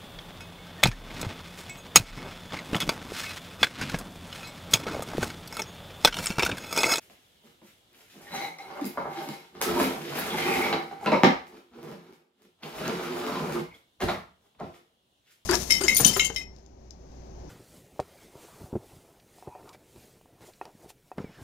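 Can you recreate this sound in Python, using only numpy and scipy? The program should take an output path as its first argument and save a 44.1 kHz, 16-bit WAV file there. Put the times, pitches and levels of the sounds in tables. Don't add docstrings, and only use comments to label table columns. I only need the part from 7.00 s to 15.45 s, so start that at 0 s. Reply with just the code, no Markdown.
import sys
import numpy as np
from scipy import signal
from scipy.io import wavfile
from scipy.ndimage import uniform_filter1d, map_coordinates

SR = 44100
rng = np.random.default_rng(int(sys.argv[2]) if len(sys.argv) > 2 else 0)


def file_out(sig):
    cols = np.atleast_2d(sig).T
    lim = np.clip(cols, -1, 1)
    pcm = np.round(lim * 32767).astype(np.int16)
    wavfile.write(sys.argv[1], SR, pcm)


def natural_amplitude(level_db):
    exponent = np.asarray(level_db, float) / 20
    return 10 ** exponent


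N = 372644
EDGE_HZ = 15900


def evened(x):
    return x / np.sqrt(np.mean(x ** 2) + 1e-20)


def read(points, hz):
    f, value = np.transpose(points)
    return np.interp(np.log(hz + 1), np.log(f + 1), value)


def coloured(x, points):
    log_gain = np.log(natural_amplitude(read(points, abs(np.fft.fftfreq(4096, 1 / SR)))))
    spectrum = np.exp(log_gain - 1j * signal.hilbert(log_gain).imag)
    taps = np.fft.ifft(spectrum).real[:2048]
    return signal.oaconvolve(x, taps)[:len(x)]


def band(x, lo, hi):
    return signal.sosfilt(signal.butter(3, [lo, hi], "bandpass", fs=SR, output="sos"), x)


def ring(x, modes):
    out = np.zeros(len(x))
    for hz, width, db in modes:
        r = np.exp(-np.pi * 1.55 * width / SR)
        w = 2 * np.pi * hz / SR
        gain = (1 - r * r) / 2 * np.array([1, 0, -1])
        poles = [1, -2 * r * np.cos(w), r * r]
        once = signal.lfilter(gain, poles, x)
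        out += natural_amplitude(db) * signal.lfilter(gain, poles, once)
    return out


def slow(make):
    t = np.arange(0, N + 32, 32) / SR
    return np.array([np.interp(np.arange(N) / SR, t, row) for row in make(t)])


FADE_DB, RISE_CURVE = 20, 1.6


def swell_db(t, peak, rise, fall, db):
    before = np.clip(peak - t, 0, None) / max(rise, .003)
    after = np.clip(t - peak, 0, None) / max(fall, .003)
    return db - FADE_DB * (before ** RISE_CURVE + after)


# f/Hz, likeness/0-1 (negative is opposed)
PORT_LIKENESS = [(40, 0.1), (120, 0.97), (300, 0.84), (640, 0.3), (1100, -.5), (2000, 0), (4000, .15),
                 (9000, 0.4), (15000, .7)]


def pair(shape):
    a, b, c, d = rng.standard_normal((shape[1], shape[0], 4)).T
    same = np.clip(read(PORT_LIKENESS, np.linspace(0, SR / 2, shape[0])), -1, 1)[:, None]
    left, other = a + 1j * b, c + 1j * d
    return np.array([left, same * left + np.sqrt(1 - same ** 2) * other])


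# f/Hz, level/dB per Hz
HISS_SPECTRUM = [(20, -38), (45, -13), (70, -8.5), (130, -9.5), (300, -12.5), (800, -15), (1300, -19.5),
                 (2400, -27), (2800, -15.5), (3400, -13.5), (4100, -19), (4600, -24.5), (9000, -29),
                 (15800, -34.5)]
# t/s, level/dB
HISS_GATE = [
    (0, 7),
    (1.2, 6),
    (4.6, 1),
    (5.15, -7),
    (5.288, -12),
    (5.4, -2),
    (6.902, 1.5),
    (7.8, -1),
    (7.949, -1.5),
]
HISS_DB = -71


def hiss():
    frames, hz = N // 256 + 5, np.fft.rfftfreq(1024, 1 / SR)
    patches = uniform_filter1d(rng.standard_normal((frames, 513)).T, 10, 0)
    patches = evened(uniform_filter1d(patches, 8, 1))
    z = pair((513, frames)) * natural_amplitude(read(HISS_SPECTRUM, hz)[:, None] + 1.2 * patches)
    noise = evened(signal.istft(z, nperseg=1024, noverlap=768)[1][:, :N])
    s, db = np.transpose(HISS_GATE + [(8.12, 0)])
    return natural_amplitude(HISS_DB + np.interp(np.arange(N) / SR, s, db)) * noise


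# t/s, peak level/dB
TICKS = [(0.0238, -49), (0.4334, -57), (0.616, -58), (0.9303, -54), (1.3404, -38), (1.4137, -38),
         (1.5838, -44), (1.8123, -43), (1.8552, -31), (2.1031, -51), (2.2877, -33), (2.5516, -55),
         (2.6155, -18), (3.7519, -39), (3.8018, -40), (3.8292, -45), (4.0103, -50), (4.0452, -47),
         (4.0592, -35), (4.1175, -38), (4.2343, -21), (4.4662, -56), (4.8135, -56), (4.8299, -44),
         (4.9137, -46), (5.4216, -53), (5.6256, -49), (5.8795, -24), (6.2003, -35), (6.2662, -39),
         (6.5246, -34), (7.007, -39), (7.0209, -33), (7.0888, -36), (7.6006, -53), (7.7328, -56)]
TICK_T60, TICK_LO_HZ, TICK_GAIN_DB = .005, 3200, 1


def ticks():
    out, t = np.zeros(N + 256), np.arange(256) / SR
    for (s, db), chance in zip(TICKS, rng.standard_normal((len(TICKS), 256))):
        crack = band(chance * natural_amplitude(-60 * t / TICK_T60), TICK_LO_HZ, EDGE_HZ)
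        out[round(s * SR):][:256] += natural_amplitude(db + TICK_GAIN_DB) * crack / abs(crack).max()
    return out[:N]


def grit(per_s=4000, spread_db=3.5, judder_db=3.0, smooth=0.88, own=0.73):
    size = natural_amplitude(spread_db * np.minimum(rng.exponential(1, N), 4))
    catches = (rng.random(N) < per_s / SR) * size * rng.choice([-1, 1], N)
    slips = uniform_filter1d(rng.standard_normal((5, N // 16 + 1)), size=19)
    slips = uniform_filter1d(slips, size=19)
    mixed = (1 - own) * slips[0] + own * slips[1:]
    judder = evened(np.repeat(mixed, 16, axis=1)[:, :N])
    return evened((evened(catches) + smooth * rng.standard_normal(N)) * natural_amplitude(judder_db * judder))


GRIT_IN_UPPER, USUAL_GRIT_DB = 0.95, -14


def spread(db, grit_db, mix):
    bench, low, upper = mix
    upper_db = db + upper + GRIT_IN_UPPER * (grit_db - USUAL_GRIT_DB)
    return natural_amplitude(np.array([db + bench, db + low, upper_db, db + grit_db]))


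def strokes(t, rows, mix):
    return sum(spread(swell_db(t, *row[:4]), row[4], mix) ** 2 for row in rows)


def slide(t, rows, mix):
    s, db, grit_db = np.transpose(rows)
    return spread(np.interp(t, s, db, -150, -150), np.interp(t, s, grit_db), mix) ** 2


# peak t/s, rise/s, fall/s, pressure level/dB, grit level/dB
RUBS = [(.034, 0.067, 0.076, -64.5, 5), (.122, 0.034, 0.11, -63, 0), (.28, 0.22, 0.47, -78, 9),
        (.47, 0.057, 0.099, -57.5, -6), (.64, 0.02, 0.18, -69.5, 11), (1.016, 0.14, 0.046, -59.5, -0.5),
        (1.11, 0.12, 0.1, -70, 11), (1.24, 0.13, 0.23, -52, -6), (1.865, 0.027, .1, -53, -14),
        (3.19, 0.016, 0.037, -60, 14), (6.74, 0.02, 0.058, -56, -6), (7.46, 0.088, 0.089, -66.5, -8.5),
        (7.75, 0.048, 0.039, -64, 2.5)]
# peak t/s, rise/s, fall/s, pressure level/dB, grit level/dB
LAST_BRUSH = (8.314, .08, .05, -76, 16)


def paper_rubs(t):
    return strokes(t, RUBS + [LAST_BRUSH], mix=(-0.56, -0.74, -10))


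KNOCK_T60 = [.055, .03, .009, .006]
UPPER_DB, UPPER_PER_HARD, TICK_DB = -3.5, 0.3, -24


def blows(events, part, spike, rise_s):
    out, t = np.zeros(N + 4096), np.arange(4096) / SR
    rattle = rng.standard_normal((len(events), 4096))
    for (s, db, bench_db, hard_db), chance in zip(events, rattle):
        force = chance * natural_amplitude(-60 * t / KNOCK_T60[part]) * (1 - np.exp(-t / rise_s))
        force[0] += spike
        share_db = [bench_db, 0, UPPER_DB + UPPER_PER_HARD * hard_db, TICK_DB + hard_db][part]
        out[round(s * SR):][:4096] += natural_amplitude(db + share_db) * force
    return out[:N]


# t/s, force level/dB, bench top level/dB, hardness level/dB
KNOCKS = [(.099, -62, -11, 20), (1.416, -41, -22, 12), (1.586, -52.5, -40, -6), (1.974, -29.5, -11, -77),
          (2.289, -45, 2.5, 15.5), (2.552, -51.5, -3, -6), (2.615, -38, -12, 30), (2.8, -24, -11, -27),
          (3.188, -39, -11, 5), (3.728, -28, -7, -8), (4.061, -29, -10, -11), (4.2345, -16, -3, -6),
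          (4.469, -66.5, -13, 26), (4.83, -65.5, 16.5, 26.5), (5.126, -65, -3, 19.5), (6.266, -43, -9, 16),
          (6.524, -48, 3, 23.5), (4.916, -52, 0, -10), (5.42, -79.5, 6.5, 33), (5.632, -52, 7.5, 15),
          (5.879, -61, 25, 18), (6.199, -52, 3, -10), (6.74, -89, -18.5, 6)]


def knocks(part):
    return blows(KNOCKS, part, spike=10.6, rise_s=0.00086)


# t/s, force level/dB, bench top level/dB, hardness level/dB
THUDS = [(.438, -65, 4, -8), (.616, -56.5, -3, -6), (1.152, -62.5, 14, 10), (1.32, -57, 10, 14),
         (1.702, -41, -16, -3), (1.814, -45, 2, 14), (1.844, -41, 2, 25), (3.912, -44, -3, -13),
         (4.011, -48, -3, 7), (4.075, -29.5, -4, 0), (4.119, -17, -4, -9.5), (4.145, -28, -16, -5),
         (4.243, -26, -9, -4), (6.556, -35, -16.5, -10.5), (7.004, -44, -2, 28), (7.022, -29, -2, -20),
         (7.084, -28, -6, 4.5), (7.548, -66, -4, -5), (7.609, -38.5, 1, -57.5), (7.667, -58.5, 6, 10),
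         (7.744, -53, -11, 3)]


def thuds(part):
    return blows(THUDS, part, spike=0.17, rise_s=0.00027)


def sings(rows, width_hz=34, widens_from_hz=44000):
    out, t = np.zeros(N + 32768), np.arange(-8192, 24576) / SR
    for (s, rise, fall, db, hz), chance in zip(rows, rng.standard_normal((len(rows), len(t)))):
        tone = evened(ring(chance ** 3, [(hz, width_hz + hz ** 2 / widens_from_hz, 0)]))
        out[round((s + t[0]) * SR):][:len(t)] += tone * natural_amplitude(swell_db(t, 0, rise, fall, db))
    return out[:N]


# peak t/s, rise/s, fall/s, level/dB, f/Hz
BOOMS = [(.45, 0.018, 0.1, -68, 288), (.628, 0.013, 0.12, -57, 335), (1.165, .015, 0.11, -62.5, 342),
         (1.33, 0.032, 0.17, -49, 160), (1.47, .06, 0.057, -56, 161), (2.05, 0.059, 0.19, -47, 160),
         (2.21, 0.2, 0.12, -45.5, 353), (3.36, 0.067, 0.15, -39, 167), (4.07, 0.011, .06, -32.5, 194),
         (4.145, 0.046, .09, -27.5, 167), (4.09, 0.04, 0.071, -30.5, 990), (4.128, .008, 0.1, -30, 2170),
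         (5.88, 0.076, 0.11, -39, 160), (6.3, 0.058, 0.15, -35.5, 255), (6.48, .08, 0.15, -39, 166),
         (7.095, 0.015, 0.12, -34, 175), (7.09, .012, 0.077, -31, 753)]


def booms():
    return sings(BOOMS)


# peak t/s, rise/s, fall/s, pressure level/dB, grit level/dB
FLAT = [(1.16, 0.067, 0.2, -51, -11.5), (1.3, 0.072, .08, -46, -12), (1.819, 0.015, 0.27, -44.5, -10),
        (2.4, 0.15, 0.13, -49.5, -10.5), (2.55, 0.032, 0.14, -40.5, -22), (2.75, 0.15, 0.34, -19.5, -27),
        (2.82, 0.11, 0.13, -31.5, -6), (3.038, 0.16, 0.91, -40, -9.5), (4.062, 0.088, 0.32, -28.5, -24),
        (4.41, 0.14, 0.041, -45, -39), (4.57, 0.14, 0.05, -44, -21), (4.758, 0.069, 0.4, -44.5, -25),
        (4.894, 0.16, 0.13, -36, -24), (5.062, .15, 0.19, -49, -20.5), (5.16, 0.1, 0.019, -64, -21),
        (5.458, 0.097, 0.039, -54.5, -18.5), (7.026, 0.02, 0.081, -34, -12.5),
        (7.17, 0.016, 0.17, -52, -33), (7.602, 0.012, 0.035, -29, -35.5), (7.63, 0.055, 0.2, -46.5, -18),
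        (7.778, 0.12, 0.043, -56, -20)]


def flat_strokes(t):
    return strokes(t, FLAT, mix=(-3.5, -7.5, -5.5))


# peak t/s, rise/s, fall/s, level/dB
LEAN = [
    (1.27, .1, 0.09, -70),
    (4.379, 0.089, 0.04, -52.5),
    (6.7, 0.063, 0.1, -59),
    (7.04, 0.02, 0.15, -35.5),
    (7.65, 0.044, 0.099, -51.5),
]


def lean(press, follow_db=-24, apart=0.66):
    both, left, right = band(rng.standard_normal((3, N)), 51, 110)
    body_weight = slow(lambda t: [sum(natural_amplitude(swell_db(t, *row)) for row in LEAN)])[0]
    level = body_weight + natural_amplitude(follow_db) * uniform_filter1d(press[0], size=2048)
    return level * evened(both + apart * np.array([left, right]))


# from t/s, to t/s, ringing shares/0-1 of blank low, blank upper, pushed pair
HELD = [
    (1.267, 1.6, 0.66, 0.74, 0.33),
    (1.58, 1.975, 0.38, 0.2, 0.4),
    (2.02, 2.502, 0.64, 0.5, 0),
    (3.3, 3.736, 0.64, .1, 0.6),
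    (3.76, 4.125, .7, 0.3, 0.6),
    (4.15, 4.448, 0.37, 0.05, 0.65),
    (6.696, 6.897, 0, 0.55, 0.52),
]
LYING, GRIP_S = (0.092, 0.017, 0.12), 0.25


def freedom(t):
    out = np.outer(LYING, np.ones(len(t)))
    for start, end, *shares in HELD:
        held = np.clip(np.minimum(t - start, end - t) / GRIP_S + .5, 0, 1)
        out = out + held * (np.array(shares) - LYING)[:, None]
    return np.clip(out, 0, 1)


# peak t/s, rise/s, fall/s, pressure level/dB, grit level/dB
TIPPED = [(1.28, 0.023, .1, -65, -11), (1.354, 0.058, 0.09, -30.5, -14), (1.46, 0.1, 0.045, -34, -13.5),
          (1.592, 0.014, 0.25, -57.5, -1), (1.8, 0.26, 0.029, -37, -22), (1.977, 0.0076, .15, -33.5, -29),
          (2.07, 0.16, 0.14, -35, -30), (2.2, 0.14, 0.19, -34.5, -16), (2.33, 0.019, 0.036, -41.5, -5.5),
          (2.614, 0.0072, 0.23, -28, -11), (3.924, 0.027, .05, -42, -30.5), (4.02, .05, .1, -50, -25),
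          (4.18, .1, .05, -36, -21), (4.256, 0.047, 0.14, -44.5, -30.5), (5.634, 0.015, .05, -37.5, -15),
          (5.67, 0.063, 0.21, -39.5, -14), (7.011, 0.0095, 0.055, -22, -19),
          (7.092, 0.034, 0.064, -27, -18)]


def tipped_strokes(t):
    return strokes(t, TIPPED, mix=(-6, -0.47, -4))


# peak t/s, rise/s, fall/s, level/dB, f/Hz
SINGS = [(1.278, 0.024, 0.12, -49.5, 1850), (1.45, 0.11, 0.14, -40, 2130), (1.6, 0.014, 0.37, -47.5, 793),
         (1.588, .004, .05, -47.5, 2150), (1.822, .012, 0.05, -33.5, 290), (1.855, .02, 0.061, -41, 273),
         (1.977, 0.0041, 0.04, -32, 1180), (2.0, .03, .2, -49.5, 2150), (2.12, 0.017, .1, -51, 2100),
         (2.21, 0.13, 0.089, -47.5, 807), (2.28, .04, 0.053, -37.5, 290), (2.33, .03, 0.14, -60, 795),
         (2.67, 0.054, 0.13, -38, 1310), (2.78, 0.044, 0.16, -34, 946), (2.82, 0.026, 0.077, -32, 269),
         (3.31, 0.016, 0.087, -36, 3330), (3.345, .02, 0.092, -35, 848), (3.55, 0.17, 0.071, -33, 2440),
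         (3.63, 0.044, 0.14, -28, 2220), (3.5, 0.044, 0.038, -46, 343), (3.6, 0.11, 0.022, -34, 350),
         (3.67, 0.031, 0.038, -35.5, 380), (3.916, 0.0037, 0.077, -43.5, 770),
         (4.035, 0.027, .06, -32.5, 750), (4.063, 0.0093, .04, -29.5, 1350), (4.066, 0.0056, .1, -33, 2630),
         (4.068, .008, .08, -41, 4000), (4.124, .006, .13, -41.5, 3920), (4.123, 0.0085, 0.13, -25.5, 953),
         (4.237, 0.0059, 0.032, -23.5, 1800), (4.55, 0.044, 0.14, -55.5, 360),
         (5.12, 0.09, 0.067, -56, 359.8), (4.03, .012, .05, -39, 800), (1.46, .05, .08, -41, 800),
         (6.72, 0.021, .06, -52, 2190), (6.745, 0.012, 0.05, -58, 3300), (7.018, 0.013, .09, -38, 751),
         (7.09, 0.0092, .06, -39, 3830), (7.61, 0.011, 0.04, -39, 684), (7.67, .006, 0.042, -39, 645)]


def blank_sings():
    return sings(SINGS)


# peak t/s, rise/s, fall/s, level/dB, f/Hz
THIN_SINGS = [
    (1.335, .025, .15, -44, 3980),
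    (1.42, .008, .09, -41, 4000),
    (1.345, .008, 0.16, -46, 6040),
    (1.587, .003, .02, -52, 5300),
    (1.622, .004, 0.036, -50, 4050),
    (1.656, .004, .06, -52, 2140),
    (5.99, 0.15, 1.8, -41, 355.7),
    (6.585, .18, .07, -33, 360),
]


def thin_sings():
    return sings(THIN_SINGS, width_hz=14.5, widens_from_hz=110000)


# t/s, peak level/dB, centre f/Hz
SNAPS = [(1.586, -40, 5500), (1.855, -29, 13000), (2.289, -31, 4600), (3.19, -30, 13500),
         (3.728, -20, 3000), (4.234, -17, 4800), (4.47, -52, 5000), (5.634, -30, 3000), (5.66, -40, 3000),
         (5.879, -26, 5500), (6.2, -33, 4000), (6.52, -38, 8000), (1.812, -44, 5000), (1.341, -36, 4000),
         (4.061, -37, 7500), (7.6, -46, 6000), (7.55, -60, 1900)]
SNAP_T60, SNAP_OCTAVES = .01, .55


def snaps():
    out, t = np.zeros(N + 1024), np.arange(1024) / SR
    for (s, db, hz), chance in zip(SNAPS, rng.standard_normal((len(SNAPS), 1024))):
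        lo, hi = hz / 2 ** SNAP_OCTAVES, min(hz * 2 ** SNAP_OCTAVES, SR / 2.5)
        burst = band(chance * natural_amplitude(-60 * t / SNAP_T60), lo, hi)
        out[round(s * SR):][:1024] += natural_amplitude(db) * burst / abs(burst).max()
    return out[:N]


# peak t/s, rise/s, fall/s, level/dB, f/Hz
RASPS = [
    (1.865, 0.017, 0.061, -42, 12600),
    (2.259, 0.082, .1, -58, 12400),
    (2.62, .008, 0.13, -41, 12300),
    (2.84, 0.094, 0.077, -41, 12500),
    (3.201, 0.044, .02, -36, 13300),
    (6.53, .01, 0.069, -61, 12000),
]


def paper_rasps():
    return sings(RASPS)


# t/s, pressure level/dB, grit level/dB
PUSH = [
    (3.08, -37.5, -20),
    (3.182, -26.5, -15),
    (3.214, -32.5, -12),
    (3.366, -25.5, -15.5),
    (3.554, -23, -15.5),
    (3.65, -23, -18.5),
    (3.752, -25, -31),
    (3.896, -49.5, -18.5),
    (3.916, -45, -18),
    (4.0, -61.5, -23),
]


def pair_pushed(t):
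    return slide(t, PUSH, mix=(-4.5, -4, -5))


# peak t/s, rise/s, fall/s, level/dB, f/Hz
WIDE_SINGS = [(5.88, 0.11, 0.055, -41.5, 1510), (6.07, 0.099, 0.088, -40, 1200),
              (6.3, .15, 0.14, -39, 1190), (7.092, 0.018, 0.11, -36, 1900), (7.608, .006, .05, -35, 640),
              (5.636, .004, .08, -44, 2700), (4.122, .004, .09, -26, 1100), (4.126, .006, .07, -33, 400),
              (3.731, .004, .07, -30, 1100), (3.729, .003, .03, -30, 2900), (7.088, .006, .11, -32, 1120)]


def flat_board_sings():
    return sings(WIDE_SINGS, width_hz=150, widens_from_hz=12600)


# peak t/s, rise/s, fall/s, level/dB, f/Hz
BOARD_SINGS = [
    (3.731, 0.0037, 0.11, -40, 3916),
    (6.07, 0.12, 0.1, -52, 2330),
    (6.39, 0.091, 0.12, -36.5, 1007),
    (6.5, 0.14, 0.16, -54, 2370),
    (6.559, 0.0047, 0.043, -35.5, 1230),
]


def board_sings():
    return sings(BOARD_SINGS)


# t/s, pressure level/dB, grit level/dB
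DRAW = [
    (5.69, -61, -11),
    (5.76, -37.5, -11),
    (5.876, -30, -16.5),
    (5.94, -33.5, -14.5),
    (6.096, -35, -14.5),
    (6.37, -32, -16.5),
    (6.59, -32.5, -20.5),
    (6.706, -83, -1),
    (6.78, -71, -7),
]


def board_drawn(t):
    return slide(t, DRAW, mix=(0.51, -0.87, -5))


def pressure(t):
    short = paper_rubs(t) + tipped_strokes(t) + flat_strokes(t)
    return np.sqrt(short + pair_pushed(t) + board_drawn(t))


# f/Hz, level/dB per Hz
WOOD = [(24, -62), (40, -43.5), (123, -2), (158, 0), (268, -15), (303, -0.5), (353, -4), (390, -11),
        (539, -16), (1200, -22), (1930, -24.5), (2360, -23), (8670, -37), (12300, -36), (15800, -43)]
# low f/Hz, high f/Hz
PART_BANDS = [(158, 530), (530, 1450), (1450, 5500), (5500, 16000)]


def body(forces, part, clear):
    probe = np.r_[1, np.zeros(4095)]

    def through(taps):
        return signal.oaconvolve(forces, taps[None] / np.linalg.norm(taps), axes=1)[:, :N]

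    left = 1 - sum(share ** 2 for modes, share in clear)
    dense = through(band(coloured(probe, WOOD), *PART_BANDS[part]))
    out = np.sqrt(np.clip(left, .01, 1)) * dense
    return out + sum(share * through(ring(probe, modes)) for modes, share in clear)


# f/Hz, width/Hz, level/dB
BENCH = [(164.8, 11, 0), (232.5, 23, -2.5), (261.5, 32, -0.5), (344.8, 7, 1.5), (473.8, 32, -1.5)]
# f/Hz, width/Hz, level/dB
BENCH_STRUCK = [(160, 28, -2), (212.4, 60, 0.5), (265, 22, -5.5), (490, 180, -11)]
# f/Hz, width/Hz, level/dB
BENCH_HOLLOW = [(347.7, 39, 4.5), (288, 17, -5.5)]
# f/Hz, width/Hz, level/dB
BLANK_LOW = [(784.3, 62, 5), (890.5, 39, -3), (1098, 30, -6.5)]
# f/Hz, width/Hz, level/dB
BLANK_HIGH = [(2150, 83, 11), (1900, 55, -30), (3886, 91, 5.5), (6300, 110, -26.5)]
# f/Hz, width/Hz, level/dB
PAIR = [(2130, 382, 6.5), (2160, 140, -7.5), (2744, 970, -12), (3640, 280, -14.5)]


def wood(press):
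    low, high, pair_share = slow(freedom)
    bench = [(BENCH, np.array([[.7], [.4]])),
             (BENCH_STRUCK, np.array([[.1], [.65]])),
             (BENCH_HOLLOW, np.array([0.34 + 0.54 * low, .05 + .5 * low]))]
    parts = [bench, [(BLANK_LOW, low)], [(BLANK_HIGH, high), (PAIR, pair_share)], []]
    force, out = grit(), 0
    for k, clear in enumerate(parts):
        hits = knocks(k) + thuds(k)
        out = out + body(np.array([press[k] * force[k], hits]), k, clear)
    return out


# t/s, delay/samples
LAG = [
    (0, 3.1),
    (3.499, 3.7),
    (4.062, 1.4),
    (4.229, 2.23),
    (5.65, 3),
    (5.88, 2.4),
    (6.2, 2.3),
]


def direct(x):
    s, lag = np.transpose(LAG)
    at = np.arange(N)
    return np.array([x, map_coordinates(x, [at - np.interp(at / SR, s, lag)], order=3)])


# f/Hz, T60/s
ROOM = [(100, 0.08), (300, 0.22), (700, 0.35), (1500, 0.37), (4000, 0.33), (10000, 0.32)]
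# f/Hz, level/dB
WET = [(100, 0.5), (500, -0.5), (2000, 0), (5000, 1.5), (12000, 1.5)]


def workshop(x, gap_s=.005, build_s=0.00089, turns_per_s=2.3):
    hz, t = np.fft.rfftfreq(512, 1 / SR), np.arange(180) * 128 / SR
    t60, out = read(ROOM, hz)[:, None], 0
    shape = natural_amplitude(read(WET, hz)[:, None] - 60 * t / t60) / np.sqrt(t60)
    for k in range(3):
        tail = signal.istft(pair((257, 180)) * shape, nperseg=512, noverlap=384)[1]
        tail = tail * (1 - np.exp(-np.arange(tail.shape[1]) / (build_s * SR)))
        tail = np.pad(tail, ((0, 0), (round(gap_s * SR), 0)))
        tail = tail / np.linalg.norm(tail[0])
        window = np.sqrt(2 / 3) * np.cos(np.pi * (turns_per_s * np.arange(N) / SR + k / 3))
        out = out + signal.oaconvolve((window * x)[None], tail, axes=1)[:, :N]
    return out


def scene():
    press = slow(pressure)
    scrape, knock = wood(press)
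    bright = snaps() + blank_sings() + thin_sings() + paper_rasps() + flat_board_sings() + board_sings()
    near = direct(natural_amplitude(-6.5) * scrape + natural_amplitude(4.5) * knock + bright)
    close = direct(booms() + ticks())
    room = workshop(natural_amplitude(-3.5) * scrape + natural_amplitude(11.0) * knock + natural_amplitude(-7.0) * bright)
    return near + room + lean(press) + hiss() + close


def top_cut(x):
    return signal.sosfilt(signal.butter(12, 16450, fs=SR, output="sos"), x)


def record(dry, cut_hz=35):
    cut = signal.sosfilt(signal.butter(2, cut_hz, "highpass", fs=SR, output="sos"), dry)
    edge = signal.firwin(301, EDGE_HZ, window=("kaiser", 8), fs=SR)
    mix = signal.oaconvolve(cut, edge[None], "same")
    return top_cut(mix)


dry = scene()
out = record(dry)
file_out(out)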